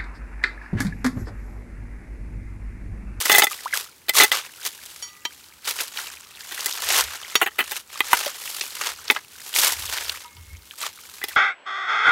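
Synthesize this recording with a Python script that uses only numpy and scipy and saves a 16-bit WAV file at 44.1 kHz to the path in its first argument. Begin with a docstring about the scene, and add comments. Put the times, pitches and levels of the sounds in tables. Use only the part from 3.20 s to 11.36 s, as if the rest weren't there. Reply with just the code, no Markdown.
"""Stones knock a small steel shovel as it chops and scrapes wet, stony mud in a wood and throws it on dry leaves.
Blows are noise bursts through a thud band, stone rings and blade modes; crackle is grainy, coloured noise
with single crumbs. Decaying sines give gliding plops of air pockets and faint steady rings and squeaks,
some of them the blade; short noise ticks snap, and pebbles ring the lifted blade.
Light wind thumps on the microphone over a faint outdoor hiss."""
import sys
import numpy as np
from scipy import signal
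from scipy.io import wavfile

SR = 44100
rng = np.random.default_rng(int(sys.argv[2]) if len(sys.argv) > 2 else 0)


def output_pcm(signal):
    """Save a mono or channel-first signal as 16-bit PCM at the path in sys.argv[1].

    Samples are clipped to [-1, 1] before scaling.
    """
    pcm = np.clip(np.atleast_2d(signal).T, -1, 1) * 32767
    wavfile.write(sys.argv[1], SR, np.round(pcm).astype(np.int16))


N = 359856

# blows on stones and clods: start_s, peak_db, thud_hz, grit_db, length_s
BLOWS = [(0.052, -9, 2040, 28, 0.016), (0.095, -1.5, 2150, -2, 0.016), (0.117, 4.5, 2880, 8, 0.008),
         (0.126, 0, 2400, 28, 0.0098), (0.139, -8, 2100, -10, 0.0028), (0.158, 0.5, 2080, 12, 0.0067),
         (0.1485, 3, 2120, 0, 0.0051), (0.181, 4, 1470, 15, 0.015), (0.194, -0.5, 2150, 18, 0.011),
         (0.2203, 0.5, 2250, -8, 0.004), (0.234, 1, 2400, 37, 0.015), (0.269, -8, 1700, -7, 0.0028),
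         (0.883, -12.5, 2600, -2, 0.017), (0.8934, -0.5, 3030, 5, 0.009), (1.0005, 4, 2100, -1, 0.0038),
         (1.009, -4, 1950, -6.5, 0.032), (1.034, 2.5, 2280, 8, 0.012), (1.1163, -1, 2455, -3.5, 0.0036),
         (1.45, -13.5, 4120, 5, 0.015), (2.051, -14, 3220, -9, 0.0064), (2.588, -15.5, 2500, -10, 0.0052),
         (3.309, -22.5, 2360, -3.5, 0.027), (3.459, -6, 3140, 37.5, 0.0089), (3.704, -9.5, 3790, -20, 0.01),
         (4.154, 0.5, 2040, -6, 0.0053), (4.213, -3, 1466, -5.5, 0.024), (4.259, -12, 1420, -7.5, 0.022),
         (4.383, -5.5, 1880, -5, 0.039), (4.518, -10, 2060, 4, 0.0087), (4.805, -2, 1530, -8, 0.0025),
         (4.931, 0.5, 1460, -3.5, 0.0058), (5.06, -12, 3440, -2, 0.0082), (5.41, -12.5, 3440, -25, 0.0083),
         (5.9, 1, 2254, -11, 0.0089), (5.91, -7.5, 340, 3, 0.0085), (5.963, -13, 1315, -17, 0.0074),
         (8.014, -22.5, 1850, -9, 0.012), (8.039, -7.5, 2840, 2, 0.0065), (8.084, -17, 3330, 4.5, 0.011)]


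def amp(db):
    """Decibels to gain."""
    return 10 ** (np.asarray(db) / 20)


def evened(x):
    """Scales to unit rms."""
    return x / np.sqrt(np.mean(x ** 2) + 1e-20)


def add(mix, start_s, sound):
    """Mixes a sound in at start_s."""
    part = mix[round(start_s * SR):][:len(sound)]
    part += sound[:len(part)]


def coloured(x, spectrum):
    """Causal minimum-phase filter of unit energy with the given spectrum."""
    hz, db = np.transpose(spectrum)
    grid_hz = abs(np.fft.fftfreq(4096, 1 / SR))
    log_gain = np.log(amp(np.interp(np.log(grid_hz + 1), np.log(hz), db)))
    response = np.exp(np.conj(signal.hilbert(log_gain)))
    fir = np.fft.ifft(response).real[:2048]
    return signal.oaconvolve(x, fir / np.linalg.norm(fir))[:len(x)]


def impacts(per_s, spread_db):
    """Random impulses at a mean rate, a few of them large."""
    size = amp(spread_db * np.minimum(rng.exponential(1, N), 4))
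    return size * (rng.random(N) < per_s / SR)


def grains(per_s, spread_db, decay_s):
    """An envelope of random little impacts, each swelling and dying fast."""
    power = impacts(per_s, spread_db) ** 2
    pole = [1, -amp(-200 / (decay_s * SR))]
    for _ in range(2):
        power = signal.lfilter([1], pole, power)
    return evened(np.sqrt(power))


def ring(modes, sharp_db_per_oct=0, freedom=1, luck_db=0):
    """Decaying sine modes after one tap; a sharp tap reaches the high modes, freedom scales t60."""
    t = np.arange(SR // 2) / SR
    hz, db, t60_s = np.transpose(modes)[:, :, None]
    db = db + sharp_db_per_oct * np.log2(hz / 5000) + luck_db
    partials = amp(db - 60 * t / (t60_s * freedom)) * np.sin(2 * np.pi * hz * t)
    return partials.sum(0) / np.linalg.norm(amp(db))


def crumbs(per_s, spread_db):
    """Single crumbs: short ticks of a few cycles, each at one of 24 pitches."""
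    size = impacts(per_s, spread_db)
    kind = rng.integers(0, 24, N)
    out, t = np.zeros(N), np.arange(SR // 50) / SR
    for k, hz in enumerate(np.geomspace(1200, 7500, num=24)):
        cycles = hz * t
        tick = np.sqrt(hz) * cycles * np.exp(-cycles / 1.6) * np.sin(2 * np.pi * cycles)
        out += signal.oaconvolve(size * (kind == k), tick)[:N]
    return evened(out)


def motion():
    """Level and dryness of moving grit: showers swell and die, their power weights the dryness."""
    # scrapes, slides and showers of soil: peak_s, relative level_db,
    # rise_s from 20 dB down, fall_s to 20 dB down (signs of both ignored), leaves_to_earth_db
    showers = [(.04, -26, 7, 0.34, 20.5), (0.201, -15.5, 0.37, 0.064, -2.5), (.325, -23, .03, .04, 3),
               (.4, -34, .3, .35, 3), (.545, -19, .025, .11, 5), (0.991, -6, 0.0321, 0.07, -3),
               (1.124, -14.5, -0.01, 0.12, -4), (0.954, -11.5, -0.0172, 0.12, 9),
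               (1.47, -20.5, 0.0547, 0.03, 7), (1.731, -38.5, 1.06, 0.4, 8), (2.11, -43, 0.1, 0.6, 7),
               (2.489, -17, 0.0469, 0.0561, 3), (2.605, -23, 0.1162, 0.12, 5),
               (2.776, -26.5, 0.07, 0.26, 1.5), (3.44, -25.5, 0.31, .5, 3.5),
               (3.777, -9.5, 0.1736, 0.0743, 0.5), (3.952, -27, .5, 0.04, -2), (4.56, -27, 0.22, 0.07, 4),
               (4.2, -33, 1.34, 0.13, -2), (4.743, -31.5, .07, .5, -0.5), (4.95, -19.5, 0.1354, 0.25, 0),
               (5.278, -28.5, 0.2, 0.76, 8), (5.666, -19, 0.1459, 0.077, -4.5),
               (5.949, -33, 0.3, 0.09, -6.5), (6.28, -34.5, 0.23, 0.8, 8.5), (6.37, -13, .04, .2, 6),
               (6.45, -11, .1, .1, 3), (6.618, -26.5, 0.14, 0.34, 5.5), (6.746, -23, 0.11, 0.26, -2),
               (6.889, -28.5, 0.17, 0.17, 4), (7.38, -46, 0.5, 0, 8), (7.585, -30, .01, .08, 5),
               (7.625, -23, .035, .05, -3), (7.66, -23, .03, .045, -5), (7.53, -45, -0.24, 1, 10),
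               (7.85, -44, 0.3, 16, 12.5), (8.05, -39, -0.44, 17, 1)]
    bend = 1.28  # above 1: rounded peak, ever faster stop
    peak_s, db, rise_s, fall_s, dry_db = np.transpose(showers)[:, :, None]
    t = np.arange(0, N + 64, 64) / SR
    away = np.maximum((peak_s - t) / abs(rise_s), (t - peak_s) / abs(fall_s))
    power = amp(db - 20 * away ** bend) ** 2
    total = power.sum(0)
    level_db = 10 * np.log10(total)
    mean_dry_db = (power * dry_db).sum(0) / total
    return [np.interp(np.arange(N) / SR, t, curve) for curve in (level_db, mean_dry_db)]


def crackle():
    """Grit and leaves on the move: clumped grains in two colours with single crumbs on top."""
    # wet earth: freq_hz, relative density_db (per Hz)
    dull = [(263, -23.5), (430, -10), (640, -11), (938, -4.5), (1810, -4), (4050, -6.5), (7000, -10.5),
            (9100, -16), (15400, -120)]
    # dry leaves and sand: freq_hz, relative density_db (per Hz)
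    crisp = [(1760, -17.5), (3000, -6.5), (4500, -7), (12300, -8.5), (13600, -9.5), (16000, -17)]
    level_db, dry_db = motion()
    clumps = 1.5 + grains(90, 2.5, .03)
    earth = rng.standard_normal(N) * clumps * grains(900, 2.6, .018)
    leaves = rng.standard_normal(N) * clumps * grains(1800, 2.1, .009)
    # a thin trickle shows its single crumbs best
    loose = amp(-1.5 - .35 * (level_db + 35)) * crumbs(320, 4.5)
    low = evened(coloured(earth, dull)) + loose
    high = evened(coloured(leaves, crisp))
    tilt = amp(dry_db / 2)
    return amp(level_db - 8.5) * (low / tilt + tilt * high)


def wind():
    """Lumpy gusts over a light breeze; the microphone's bass cut leaves a thump near 70 Hz."""
    # gusts: middle_s, level_db, half_length_s
    gust_rows = [(3.693, -50.5, 0.046), (3.86, -46, 0.061), (5.77, -57, 0.064), (6.613, -43.5, 0.094),
                 (6.87, -57, 0.1), (7.189, -41, 0.037), (7.336, -41, 0.063)]
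    spectrum = [(20, -8), (45, -46), (72, 38.0), (90, 13.5), (130, -32), (400, -75)]  # freq_hz, relative_db
    thump = coloured(rng.standard_normal(N), spectrum)
    t = np.arange(N) / SR
    gusts = sum(amp(db) * np.exp(-((t - mid_s) / half_s) ** 2) for mid_s, db, half_s in gust_rows)
    return (amp(-68.0) + gusts) * evened(thump)


def hiss():
    """Faint outdoor hiss: steady coloured noise."""
    # hiss: freq_hz, relative density_db (per Hz)
    spectrum = [(53, -78), (90, -10), (419, -9.5), (690, -19), (876, -10.5), (1090, -13.5), (16000, -19)]
    return amp(-54.5) * evened(coloured(rng.standard_normal(N), spectrum))


def knocks():
    """A ragged noise push drives a hollow thud, a ringing stone, a spray of grit and the steel."""
    # blade against the soil: mode_hz, relative level_db, t60_s before the freedom factor
    grounded = [(436, -12, .05), (850, -3, .045), (1340, -10, .04), (2030, -1, .065), (2620, -10, .04),
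                (3530, -9, .035), (4240, -14, .04), (6500, -12, .04), (8150, -12, .03)]
    # bare blade, bright: ring_db, sharp_db_per_oct, freedom (factor on t60)
    bare = (-9, 1, .9)
    # blade caked with mud, short and low: ring_db, sharp_db_per_oct, freedom (factor on t60)
    caked = (-12, -2.5, .7)
    caked_from_s = 1.3
    out, t = np.zeros(N), np.arange(SR // 8) / SR
    noise = rng.standard_normal((len(BLOWS), len(t)))
    luck_db = 1.8 * rng.standard_normal((len(BLOWS), len(grounded), 1))
    ragged = .5 + grains(400, 2.4, .015)
    octaves = rng.uniform(-.4, 1.1, (len(BLOWS), 6))  # every stone has a few short rings of its own
    for (start_s, db, hz, grit_db, length_s), z, chance_db, own in zip(BLOWS, noise, luck_db, octaves):
        ring_db, sharp_db, freedom = bare if start_s < caked_from_s else caked
        sharp_db += 3 * np.log2(hz / 2000)  # a small hard stone reaches the high modes

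        # a long crunch starts softly, holds its level, then stops short
        drawn = np.clip(length_s / .008, 1, 4)
        attack = np.minimum(t / (.0006 * drawn ** 1.5), 1)
        decay = np.exp(-(t / max(length_s, .001)) ** drawn)
        first_bite = 1.8 / drawn * np.exp(-t / .0015)
        bites = np.resize(ragged[round(start_s * SR):], len(t)) + first_bite
        push = attack * decay * z * bites

        band = signal.butter(2, [hz / 1.98, min(hz * 1.91, SR / 3)], "band", fs=SR, output="sos")
        thud = signal.sosfilt(band, push) * np.sqrt(SR / 4 / hz)
        grit = amp(grit_db) * signal.lfilter([1, -1], [1, -.7], push)
        blade = ring(grounded, sharp_db, freedom, chance_db)
        steel = signal.oaconvolve(push / np.linalg.norm(push), blade)
        stone_ring = ring([(f, 0, .035) for f in hz * 2 ** own])[:len(t)]
        stone = signal.oaconvolve(push, stone_ring)[:len(t)]
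        stone *= np.linalg.norm(thud) / np.linalg.norm(stone)
        crunch = .8 * thud + .65 * stone + grit
        add(out, start_s, amp(db) * crunch / abs(crunch).max())
        # a long crunch keeps feeding the steel
        add(out, start_s, amp(db + ring_db) * np.sqrt(drawn) * steel)
    return out


def tones():
    """Decaying sines: glides for plopping air pockets, softer onsets for faint steady rings and squeaks."""
    # gliding plops of air pockets, and faint steady rings and squeaks, some of them the blade:
    # start_s, peak_db, start_hz, rise_oct_per_s, t60_s
    tone_rows = [(.313, -22, 1200, 3, .04), (.4575, -17, 880, 46, .07), (.527, -17, 2150, -12, .05),
                 (.5355, -4, 1650, 4, .016), (4.9305, -1, 950, 2, .035), (5.064, -18, 600, -5, .06),
                 (2.053, -21, 3144, .1, .09), (8.029, -19, 1980, 1, .05), (4.23, -32, 6720, 0, .13),
                 (7.045, -31, 1250, 0, .07), (7.045, -33, 960, 0, .14), (7.0, -51, 2160, 0, 2),
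                 (7.295, -44, 2180, 0, .25)]
    out, t = np.zeros(N), np.arange(SR // 2) / SR
    for start_s, db, hz, rise, t60_s in tone_rows:
        turns = np.cumsum(hz * 2 ** np.minimum(rise * t, 2)) / SR  # rises two octaves at most
        attack = np.minimum(t / (.0015 if rise else .012), 1)
        add(out, start_s, amp(db - 60 * t / t60_s) * attack * np.sin(2 * np.pi * turns))
    return out


def snaps():
    """A tick of noise that rings for a few cycles around its own pitch."""
    # twigs, leaves and small stones: start_s, peak_db, pitch_hz
    ticks = [(.573, -16, 2500), (2.485, -20, 1630), (2.604, -15, 2010), (2.773, -15.5, 2980),
             (2.789, -16.5, 1720), (3.207, -23.5, 3750), (3.376, -23.5, 1890), (3.407, -17, 4900),
             (3.525, -15.5, 4860), (4.265, -15.5, 1760), (4.566, -17, 2280), (5.037, -17, 2260),
             (5.276, -17.5, 1880), (5.881, -14.5, 3800), (6.326, -29, 2000), (6.34, -15, 2720),
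             (6.362, -6.5, 2540), (6.783, -15.5, 2380), (6.895, -10, 3320), (7.168, -31.5, 3430),
             (7.51, -21.5, 2450)]
    out, t = np.zeros(N), np.arange(SR // 40) / SR
    noise = rng.standard_normal((len(ticks), len(t)))
    for (start_s, db, hz), z in zip(ticks, noise):
        band = signal.butter(2, [hz / 1.35, hz * 1.45], "band", fs=SR, output="sos")
        push = z * np.exp(-t / .002)
        edge = evened(np.diff(push, prepend=0))
        tick = evened(signal.sosfilt(band, push)) + .3 * edge
        add(out, start_s, amp(db) * tick / abs(tick).max())
    return out


def taps():
    """Pebbles tick the lifted blade; mud on it adds damping to every mode."""
    # blade in the air: mode_hz, relative level_db, t60_s without mud
    blade = [(960, -21, .2), (1217, -25, 3), (1970, -20, 1.5), (2300, -15, .16), (3110, -8, .16),
             (3400, -11, .12), (4517, -5, .24), (5195, -14, .06), (5679, -1, .22), (6724, -4, .2),
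             (7940, -18, .17), (10340, -13, .19), (10670, -9, .08)]
    # pebbles: start_s, ring_db, sharp_db_per_oct, t60_s that the mud allows
    pebbles = [(1.825, -25, -.5, 5), (2.053, -22, -9, .1), (4.155, -11, -2.5, .14), (7.168, -47, -12, .5)]
    out = np.zeros(N)
    for start_s, db, sharp_db, mud_s in pebbles:
        until_s = min(row[0] for row in BLOWS if row[0] > start_s + .02)  # the next blow stills the blade
        damped = [(hz, mode_db, 1 / (1 / t60_s + 1 / mud_s)) for hz, mode_db, t60_s in blade]
        steel = ring(damped, sharp_db)
        add(out, start_s, amp(db) * steel[:round((until_s - start_s) * SR)])
    return out


def scene():
    """The digging close by, with wind and hiss."""
    bass_cut = signal.butter(3, 320, "high", fs=SR, output="sos")  # small things give little bass
    close = signal.sosfilt(bass_cut, crackle() + knocks() + tones() + snaps() + taps())
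    return (close + wind() + hiss())[None]


def record(dry):
    """The loudest peaks flatten towards full scale; then a bass cut and the band limit."""
    held = dry / (1 + abs(dry) ** 4) ** (1 / 4)
    held = signal.sosfilt(signal.butter(2, 45, "high", fs=SR, output="sos"), held)
    low_pass = signal.firwin(511, 15850, window=("kaiser", 9), fs=SR)
    return signal.oaconvolve(held, low_pass[None], "same")


dry = scene()
out = record(dry)
output_pcm(out)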